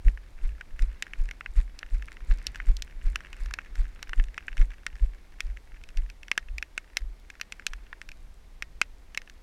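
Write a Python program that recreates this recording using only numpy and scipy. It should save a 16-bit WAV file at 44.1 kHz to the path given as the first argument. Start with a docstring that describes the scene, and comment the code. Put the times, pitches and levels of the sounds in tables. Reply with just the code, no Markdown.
"""An even hiss of rain on open fields comes first, and at once footsteps on a muddy track, very close.
Each footfall jolts the carried microphone with a deep thud and squirts water; clothing and wet grass swish.
Raindrops tick right on the microphone's plastic housing and make it ring briefly; finer drops patter.
The walker slows down and stops at the edge of a field while the rain goes on."""
import sys
import numpy as np
from scipy import signal
from scipy.fft import rfft, irfft
from scipy.io import wavfile

SR = 44100
rng = np.random.default_rng(int(sys.argv[2]) if len(sys.argv) > 2 else 0)


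def to_wav(s):
    """Save 16-bit WAV."""
    ch = np.atleast_2d(s).T  # columns
    pcm = np.round(np.clip(ch, -1, 1) * 32767)  # PCM
    wavfile.write(sys.argv[1], SR, pcm.astype(np.int16))


N = 415422
TIME = np.arange(N) / SR

# Noise colours. Each row: frequency in Hz, relative spectral level in dB.
FAR_RAIN_COLOUR = [(100, 3.5), (250, 5.5), (500, 3), (1000, 0), (2000, -7), (3200, -6.5), (5500, -10),
                   (8000, -14), (12500, -17.5), (15000, -24.5)]  # rain out on the fields
RUB_COLOUR = [(90, 2), (170, 9.5), (320, 7), (600, -1.5), (1000, -19.5), (1600, -26.5)]  # cloth and mud
SWISH_COLOUR = [(700, -8.5), (1200, -6), (1750, -1.5), (2200, 0), (2800, -10), (3600, -31), (5000, -33.5)]  # wet grass and squirting water
SPRAY_COLOUR = [(2600, -18.5), (3500, 3.5), (4400, 1), (5700, -3.5), (7000, -13), (9000, -40)]  # flying droplets
SIZZLE_COLOUR = [(5500, 1), (7200, 12), (9500, 6.5), (12000, -1.5), (15000, -24)]  # a sole on wet ground
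SWAY_COLOUR = [(14, 0.5), (24, 5), (48, -5), (70, -11.5), (100, -23), (160, -29)]  # the housing rumbling on its mount
# How hard the walker brushes through the wet. Each row: time in seconds, level in dB.
BRUSHING = [(0.0, -66), (0.15, -67), (1.26, -61.5), (1.6, -66), (1.86, -64.5), (2.17, -60.5), (2.46, -56.5),
            (2.86, -63.5), (3.23, -59.5), (3.88, -61.5), (4.83, -64.5), (4.96, -66), (7.37, -68),
            (7.58, -62.5), (8.42, -71.5), (9.13, -68), (9.42, -69)]
# Sway of the carried housing. Each row: time in seconds, level in dB.
SWAY_LEVELS = [(0, -42.5), (2.0, -47.5), (2.7, -41.5), (3.5, -45.5), (5.4, -47.5), (6.3, -50), (7.4, -52),
               (8.1, -47), (9.42, -52)]
# Steps on the track. Each row: time in seconds, jolt strength in dB, jolt pitch in Hz, wetness in dB.
FOOTSTEPS = [(0.075, -5.5, 32.6, -7.5), (0.452, -15, 22, -2), (0.829, -10, 28.7, -3),
             (1.211, -13.5, 23.8, -5), (1.586, -8, 33.7, -1), (1.944, -13.5, 29.6, -5),
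             (2.314, -8.5, 29.5, -2), (2.698, -7.5, 29.4, -5), (3.069, -12, 26.8, -2.5),
             (3.426, -20, 29.5, 1.5), (3.804, -12.5, 30.7, -2.5), (4.197, -8.5, 26.7, -7),
             (4.612, -6, 25.7, -5), (5.034, -9.5, 36, -9), (5.458, -21.5, 29.6, -2),
             (5.988, -13.5, 25.4, -5), (6.512, -24.5, 36, -17), (7.028, -22.5, 35.4, -19),
             (7.714, -29, 23.1, -7), (8.204, -35.5, 26, -8)]
# Full drops on the housing. Each row: time in seconds, strength in dB,
# upper main modes over lower ones in dB, hardness in dB (more gives more treble).
HOUSING_DROPS = [(0.0825, -40.5, -2.5, -15), (0.1745, -45.5, -8, -27), (0.6105, -38.0, -6.5, -19),
                 (0.793, -41, -3.5, -11), (0.8224, -51.5, -3, 2), (1.0243, -31, 3, -4),
                 (1.0674, -44.5, -8, -18), (1.1349, -37, 4, -16.5), (1.289, -43.5, -2, -12),
                 (1.3115, -38.5, -1.5, -9), (1.4091, -37.5, -3.5, -26), (1.461, -34.5, -1.5, -39),
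                 (1.7906, -49.5, 13, 3.5), (1.8301, -36, -6.5, -30), (2.024, -44, -4, -12),
                 (2.0835, -44, -0.5, -19), (2.1187, -47.5, -3, -8.5), (2.169, -47.5, -4, -21),
                 (2.3123, -41, -5, -25), (2.4683, -39.5, 10, 7.5), (2.5468, -45.5, -2, -11),
                 (2.558, -40.5, -8, -9), (2.6014, -35.0, -6, -29), (2.7684, -59, 14, 13),
                 (2.8224, -41, 5.5, 3.5), (3.158, -28.0, 2.5, -9), (3.2062, -44.5, -14, -14),
                 (3.248, -46.5, -3, -24), (3.33, -43, 6, -8.5), (3.46, -47.5, -6, -5.5),
                 (3.5103, -41, -12, -13), (3.5387, -34, 2, -3), (3.5879, -32, -2, -23),
                 (3.756, -48, -10, -5), (4.028, -39, -2.5, -1.5), (4.094, -44.5, -10, -6),
                 (4.133, -31.5, -7, -27), (4.1982, -36.5, -6, -25), (4.2397, -52, 3, -2),
                 (4.3439, -49.5, -1, -8), (4.3789, -32, 0, -14.5), (4.482, -32, -2, -33),
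                 (4.57, -43.5, -8, -8), (4.579, -41.5, 8, -10), (4.6151, -42, -5, -10.5),
                 (4.8656, -30, -3, -7), (5.4055, -31, 7, -5.5), (5.5716, -47, 1, -14),
                 (5.838, -49.5, 12, -5.5), (5.889, -52, 5, -4), (5.9725, -45, 8, -1.5), (6.1, -48, 16, -5),
                 (6.232, -46, 9, -8.5), (6.2824, -45, -4, -7.5), (6.3155, -22.5, 5.5, -10.5),
                 (6.3778, -22.5, -5, -8.5), (6.4854, -50.5, 4, -20), (6.5822, -33.5, 14, -9),
                 (6.6261, -30.5, 4, -11), (6.778, -27.5, 3.5, -10.5), (6.9701, -27, 1, -1),
                 (7.3014, -42.5, 2, -7.5), (7.3988, -47, -5, -10), (7.4132, -32.5, 4.5, -4),
                 (7.523, -36.5, 8, -5.5), (7.5964, -42.5, -5, -15.5), (7.6666, -28.5, 5.5, -1),
                 (7.7348, -38.5, -4.5, -8), (7.9293, -37.5, -10, -42), (8.0158, -41, -2, -9),
                 (8.0899, -44, 4, -6), (8.117, -45.5, 14, -8), (8.6236, -31.5, 2.5, -8.5),
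                 (8.8153, -18.5, 4, -9.5), (9.1475, -41.5, 1, -6), (9.175, -28.0, 8.5, -6.5),
                 (9.218, -50.5, -3, -5), (9.298, -51, -2, -2)]
# The housing's two main and three treble ranges. Each row: low edge in Hz, high edge in Hz.
MODE_RANGES = [(1100, 2050), (2000, 3000), (3000, 4800), (4800, 8000), (8000, 15000)]
# How a hard landing wakes the treble ranges. Each row: offset in dB at hardness 0, dB per dB of hardness.
TREBLE_RESPONSE = [(-2, 1.32), (-2.5, 1.17), (-14.5, 1.15)]
# Modes of the plastic housing. Each row: frequency in Hz, bandwidth in Hz, relative level in dB.
DAMPED_MODES = [(1530, 120, -31), (1693, 444, 19), (2150, 890, 4.5), (2637, 380, 11), (3190, 1150, 0),
                (4290, 2440, -1), (5590, 770, 2), (7370, 1010, -3.5), (9140, 2050, 5.5), (12800, 2000, 3.5),
                (14300, 2100, -3)]
RINGING_MODES = [(1867, 18, -5), (2100, 53, -8.5), (2170, 48, -6), (2970, 47, -6), (3130, 31, -12),
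                 (4600, 23, -30), (6200, 64, -13.5)]
# Fine rain at the microphone. Each row: time in seconds, drops per second, typical strength in dB.
FINE_RAIN = [(0, 32, -63.5), (1.2, 34, -62.5), (4.6, 34, -56.5), (5.6, 25.2, -62.5), (8.0, 5.6, -60.5),
             (8.4, 3.3, -64.5), (9.42, 6, -49)]

HEEL_DB, HEEL_GROWTH = -23, 1.63  # heel force at a 0 dB jolt, dB per dB of jolt
SQUIRT_DB, SQUIRT_GROWTH = -41, 0.95  # the same for the squirt, which grows more slowly
CUTOFF_HZ = 16000


def from_db(db):
    """Decibels to gain."""
    return 10 ** (np.asarray(db) / 20)


def rms_one(x):
    """Scale to unit rms."""
    return x / np.sqrt(np.mean(x ** 2) + 1e-20)


def in_time(rows):
    """Each column of a curve at every sample."""
    s, *columns = np.transpose(rows)
    return [np.interp(TIME, s, c) for c in columns]


def add(out, s, sound):
    """Mix a sound in from time s on."""
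    i = int(np.clip(round(s * SR), 0, N))
    out[i:i + len(sound)] += sound[:N - i]


def noise(colour):
    """Unit noise of a given colour, falling away beyond its ends."""
    hz, db = np.transpose(colour)
    f = np.maximum(np.fft.rfftfreq(N, 1 / SR), 1)
    ends = np.minimum(f / hz[0], 1) ** 2 * np.minimum(hz[-1] / f, 1) ** 2
    shape = from_db(np.interp(np.log(f), np.log(hz), db))
    return rms_one(irfft(rfft(rng.standard_normal(N)) * ends * shape, N))


def flicker(per_s):
    """Random wandering of spread about 1."""
    return np.interp(TIME * per_s, np.arange(N), rng.standard_normal(N))


def swells(times, widths_s, levels_db):
    """Bell-shaped bursts of gain."""
    out = np.zeros(N)
    for s, width, db in np.broadcast(times, widths_s, levels_db):
        near = slice(*np.searchsorted(TIME, [s - 4 * width, s + 4 * width]))
        out[near] += from_db(db) * np.exp(-.5 * ((TIME[near] - s) / width) ** 2)
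    return out


def far_rain(level_db=-64):
    """Far off, rain on the open fields merges into a smooth hiss."""
    return from_db(level_db) * noise(FAR_RAIN_COLOUR)


def brush_and_sway(swish_db=-2.5, spray_db=-14, rub_db=-4, grain_db=3, sway_spread_db=3):
    """Clothing and wet grass rub and swish close by; the housing sways on its mount."""
    brushing_db, = in_time(BRUSHING)
    sway_db, = in_time(SWAY_LEVELS)
    swish = from_db(swish_db) * noise(SWISH_COLOUR) + from_db(spray_db) * noise(SPRAY_COLOUR)
    swish *= from_db(grain_db * flicker(140))  # wet fabric and stalks catch and slip
    rub = from_db(rub_db) * noise(RUB_COLOUR)
    sway = from_db(sway_db + sway_spread_db * flicker(8)) * noise(SWAY_COLOUR)
    return from_db(brushing_db) * (swish + rub) + sway


def swing(t, hz, width_cycles=0.36, phase=-0.59):
    """One slow swing of the microphone: a sine under a short bell."""
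    return np.exp(-.5 * (t * hz / width_cycles) ** 2) * np.sin(2 * np.pi * hz * t + phase)


def footfalls(jolt_db=-1, toe_db=-21, toe_before_s=0.0874, knock_hz=85, knock_s=0.007, knock_db=3,
              shudder_hz=42, shudder_s=0.025, shudder_db=-8, play_limit_db=-29, settle_s=0.0195):
    """Thuds through the mount: the rear foot pushes off, the heel lands with a knock, the mount shudders."""
    out = np.zeros(N)
    for (s, db, hz, _), (detune, phase) in zip(FOOTSTEPS, rng.uniform(-0.85, 1, (len(FOOTSTEPS), 2))):
        start = max(s - .2, 0)
        t = np.arange(SR // 2) / SR + start - s
        toe = from_db(db + toe_db) * swing(t + toe_before_s, hz)
        jolt = from_db(db + jolt_db) * swing(t, hz)
        knock_gain = from_db(HEEL_DB + HEEL_GROWTH * db + knock_db)
        knock = -knock_gain * np.exp(-np.abs(t) / knock_s) * np.cos(2 * np.pi * knock_hz * t)
        # two modes of the mount beat as they die away, limited by its play
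        age = np.maximum(t - settle_s, 0) / shudder_s
        angle = 2 * np.pi * shudder_hz * (1 + 0.21 * detune) * t
        beating = np.sin(angle + np.pi * phase) + 0.64 * np.sin(0.607 * angle)
        shudder = from_db(min(db + shudder_db, play_limit_db)) * age * np.exp(1 - age) * beating
        add(out, start, toe + jolt + knock + shudder)
    return out


def squelch(crush_db=-15, crush_s=0.014, squirt_s=0.017, spray_db=-9, spray_s=.018, sizzle_s=0.014,
            touch_db=-11, touch_before_s=0.019, roll_db=-16, roll_after_s=.03):
    """Underfoot the sole sizzles on the wet, the heel crushes mud and squirts water, the foot rolls down."""
    at, jolt_db, _, wet_db = np.transpose(FOOTSTEPS)
    mud = swells(at, crush_s, HEEL_DB + HEEL_GROWTH * jolt_db + crush_db) * noise(RUB_COLOUR)
    water_db = SQUIRT_DB + SQUIRT_GROWTH * jolt_db + wet_db
    grains = rms_one(from_db(6 * np.minimum(flicker(600), 2)))
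    touch = swells(at - touch_before_s, sizzle_s, water_db + touch_db)
    roll = swells(at + roll_after_s, sizzle_s, water_db + roll_db)
    spray = swells(at, spray_s, water_db + spray_db) * noise(SPRAY_COLOUR)
    sizzle = (touch + roll) * noise(SIZZLE_COLOUR)
    squirt = swells(at, squirt_s, water_db) * noise(SWISH_COLOUR)
    return mud + (squirt + spray + sizzle) * grains


def grit(brush_rate=30, step_rate=130, step_s=.035, level_db=4, spread_db=5.5, crack_s=0.00043, size=256):
    """Wet grit and stalks give tiny bright cracks, more with harder brushing, most under a landing sole."""
    brushing_db, = in_time(BRUSHING)
    at, _, _, wet_db = np.transpose(FOOTSTEPS)
    per_s = brush_rate * from_db(brushing_db - brushing_db.max()) + step_rate * swells(at, step_s, wet_db)
    onsets = rng.random(N) < per_s / SR
    cracks = onsets * from_db(brushing_db + level_db + spread_db * np.minimum(rng.standard_normal(N), 2))
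    decay = np.exp(-np.arange(size) / SR / crack_s)
    return np.convolve(cracks, decay)[:N] * (noise(SPRAY_COLOUR) + noise(SIZZLE_COLOUR))


def resonate(x, modes):
    """Parallel resonances of alternating sign."""
    out = 0
    for k, (hz, width, db) in enumerate(modes):
        r = np.exp(-np.pi * width / SR)
        ringing = signal.lfilter([1, 0, -1], [1, -2 * r * np.cos(2 * np.pi * hz / SR), r * r], x)
        out = out + (-1) ** k * from_db(db) * (1 - r * r) / 2 * ringing
    return out


def band_at(pulses, edges_hz, db):
    """One band of each pulse, with the energy of 10 ms at the given level."""
    band = signal.sosfilt(signal.butter(1, edges_hz, "band", fs=SR, output="sos"), pulses)
    return band * (from_db(db) * np.sqrt(.01 * SR / np.sum(band ** 2, axis=1)))[:, None]


def range_levels(level_db, upper_db, hard_db):
    """Where a drop lands shares its energy between the two main ranges; a hard landing adds treble."""
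    lower_db = level_db - 10 * np.log10(1 + from_db(upper_db) ** 2)
    treble_db = [level_db + db + growth * hard_db for db, growth in TREBLE_RESPONSE]
    return np.transpose([lower_db, lower_db + upper_db] + treble_db)


def housing_ticks(levels_db, splash_s=0.0015, splash_db=-15, spray_s=0.0079, spray_db=-42, size=3072,
                  push_db=-21, push_hz=800, ring_db=-4, ring_spread_db=3, mode_spread_db=1.44):
    """Drops strike the plastic, one tick per row of range levels, each with its own blend of modes."""
    t = np.arange(size) / SR
    count = len(levels_db)
    # the drop collapses and leaves a faint spray of droplets
    collapse = from_db(splash_db) * np.exp(-t / splash_s) + from_db(spray_db) * np.exp(-t / spray_s)
    force = rng.standard_normal((count, size)) * collapse
    force[:, 0] += 1  # the impact
    shell = 0
    for (low_hz, high_hz), db in zip(MODE_RANGES, levels_db.T):
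        modes = [mode for mode in DAMPED_MODES if low_hz < mode[0] <= high_hz]
        struck = 0
        for k, mode in enumerate(modes):
            gain = from_db(mode_spread_db * rng.standard_normal((count, 1)))
            struck += (-1) ** k * gain * resonate(force, [mode])
        shell += band_at(struck, [low_hz, high_hz], db)
    # below its modes the wall gives way for an instant under the weight of the drop
    weight = np.exp(-2 * np.pi * push_hz * t)[None]
    push = band_at(weight, [110, push_hz], levels_db.max(axis=1) + push_db)
    # hard, bright landings ring up to 10 dB more than soft ones
    brightness_db = levels_db[:, 2] - levels_db[:, :2].max(axis=1)
    hardness = from_db(np.clip(brightness_db + 13, -10, 0))[:, None]
    blend = from_db(ring_spread_db * rng.standard_normal((count, len(RINGING_MODES))))
    ring = hardness * sum(blend[:, [k]] * resonate(shell, [mode]) for k, mode in enumerate(RINGING_MODES))
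    return push + shell + from_db(ring_db) * ring


def big_drops(gain_db=-.5, lead_s=.0003, burst_db=-29, burst_after_s=.017, burst_s=0.0049):
    """Full drops hit right at the microphone; hard ones burst and their spray falls back a moment later."""
    out = np.zeros(N)
    at, level_db, upper_db, hard_db = np.transpose(HOUSING_DROPS)
    for s, tick in zip(at, housing_ticks(range_levels(level_db + gain_db, upper_db, hard_db))):
        add(out, s - lead_s, tick)
    bursts = swells(at + burst_after_s, burst_s, level_db + hard_db + burst_db)
    return out + bursts * (noise(SWISH_COLOUR) + noise(SPRAY_COLOUR))


def patter(gain_db=1, upper_db=-3, hard_db=-13, spread_db=3, candidates=340):
    """Fine drops land softly on the housing at random, more of them while walking into the rain."""
    per_s, typical_db = in_time(FINE_RAIN)
    when, chance = rng.random((2, candidates))
    at = (when * N).astype(int)
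    lands = chance < per_s[at] * N / SR / candidates
    strength, place, hardness = spread_db * rng.standard_normal((3, candidates))
    levels_db = range_levels(typical_db[at] + gain_db + strength, upper_db + place, hard_db + hardness)
    out = np.zeros(N)
    for i, tick in zip(at[lands], housing_ticks(levels_db)[lands]):
        add(out, i / SR, tick)
    return out


def scene():
    """One carried microphone in open air, no echo: drops on it, the walker close, the fields beyond."""
    on_housing = big_drops() + patter()
    walker = footfalls() + squelch() + grit() + brush_and_sway()
    return (on_housing + walker + far_rain())[None]


def record(dry):
    """The recorder cuts the highest treble steeply."""
    return signal.sosfilt(signal.ellip(10, .1, 80, CUTOFF_HZ, fs=SR, output="sos"), dry)


dry = scene()
out = record(dry)
to_wav(out)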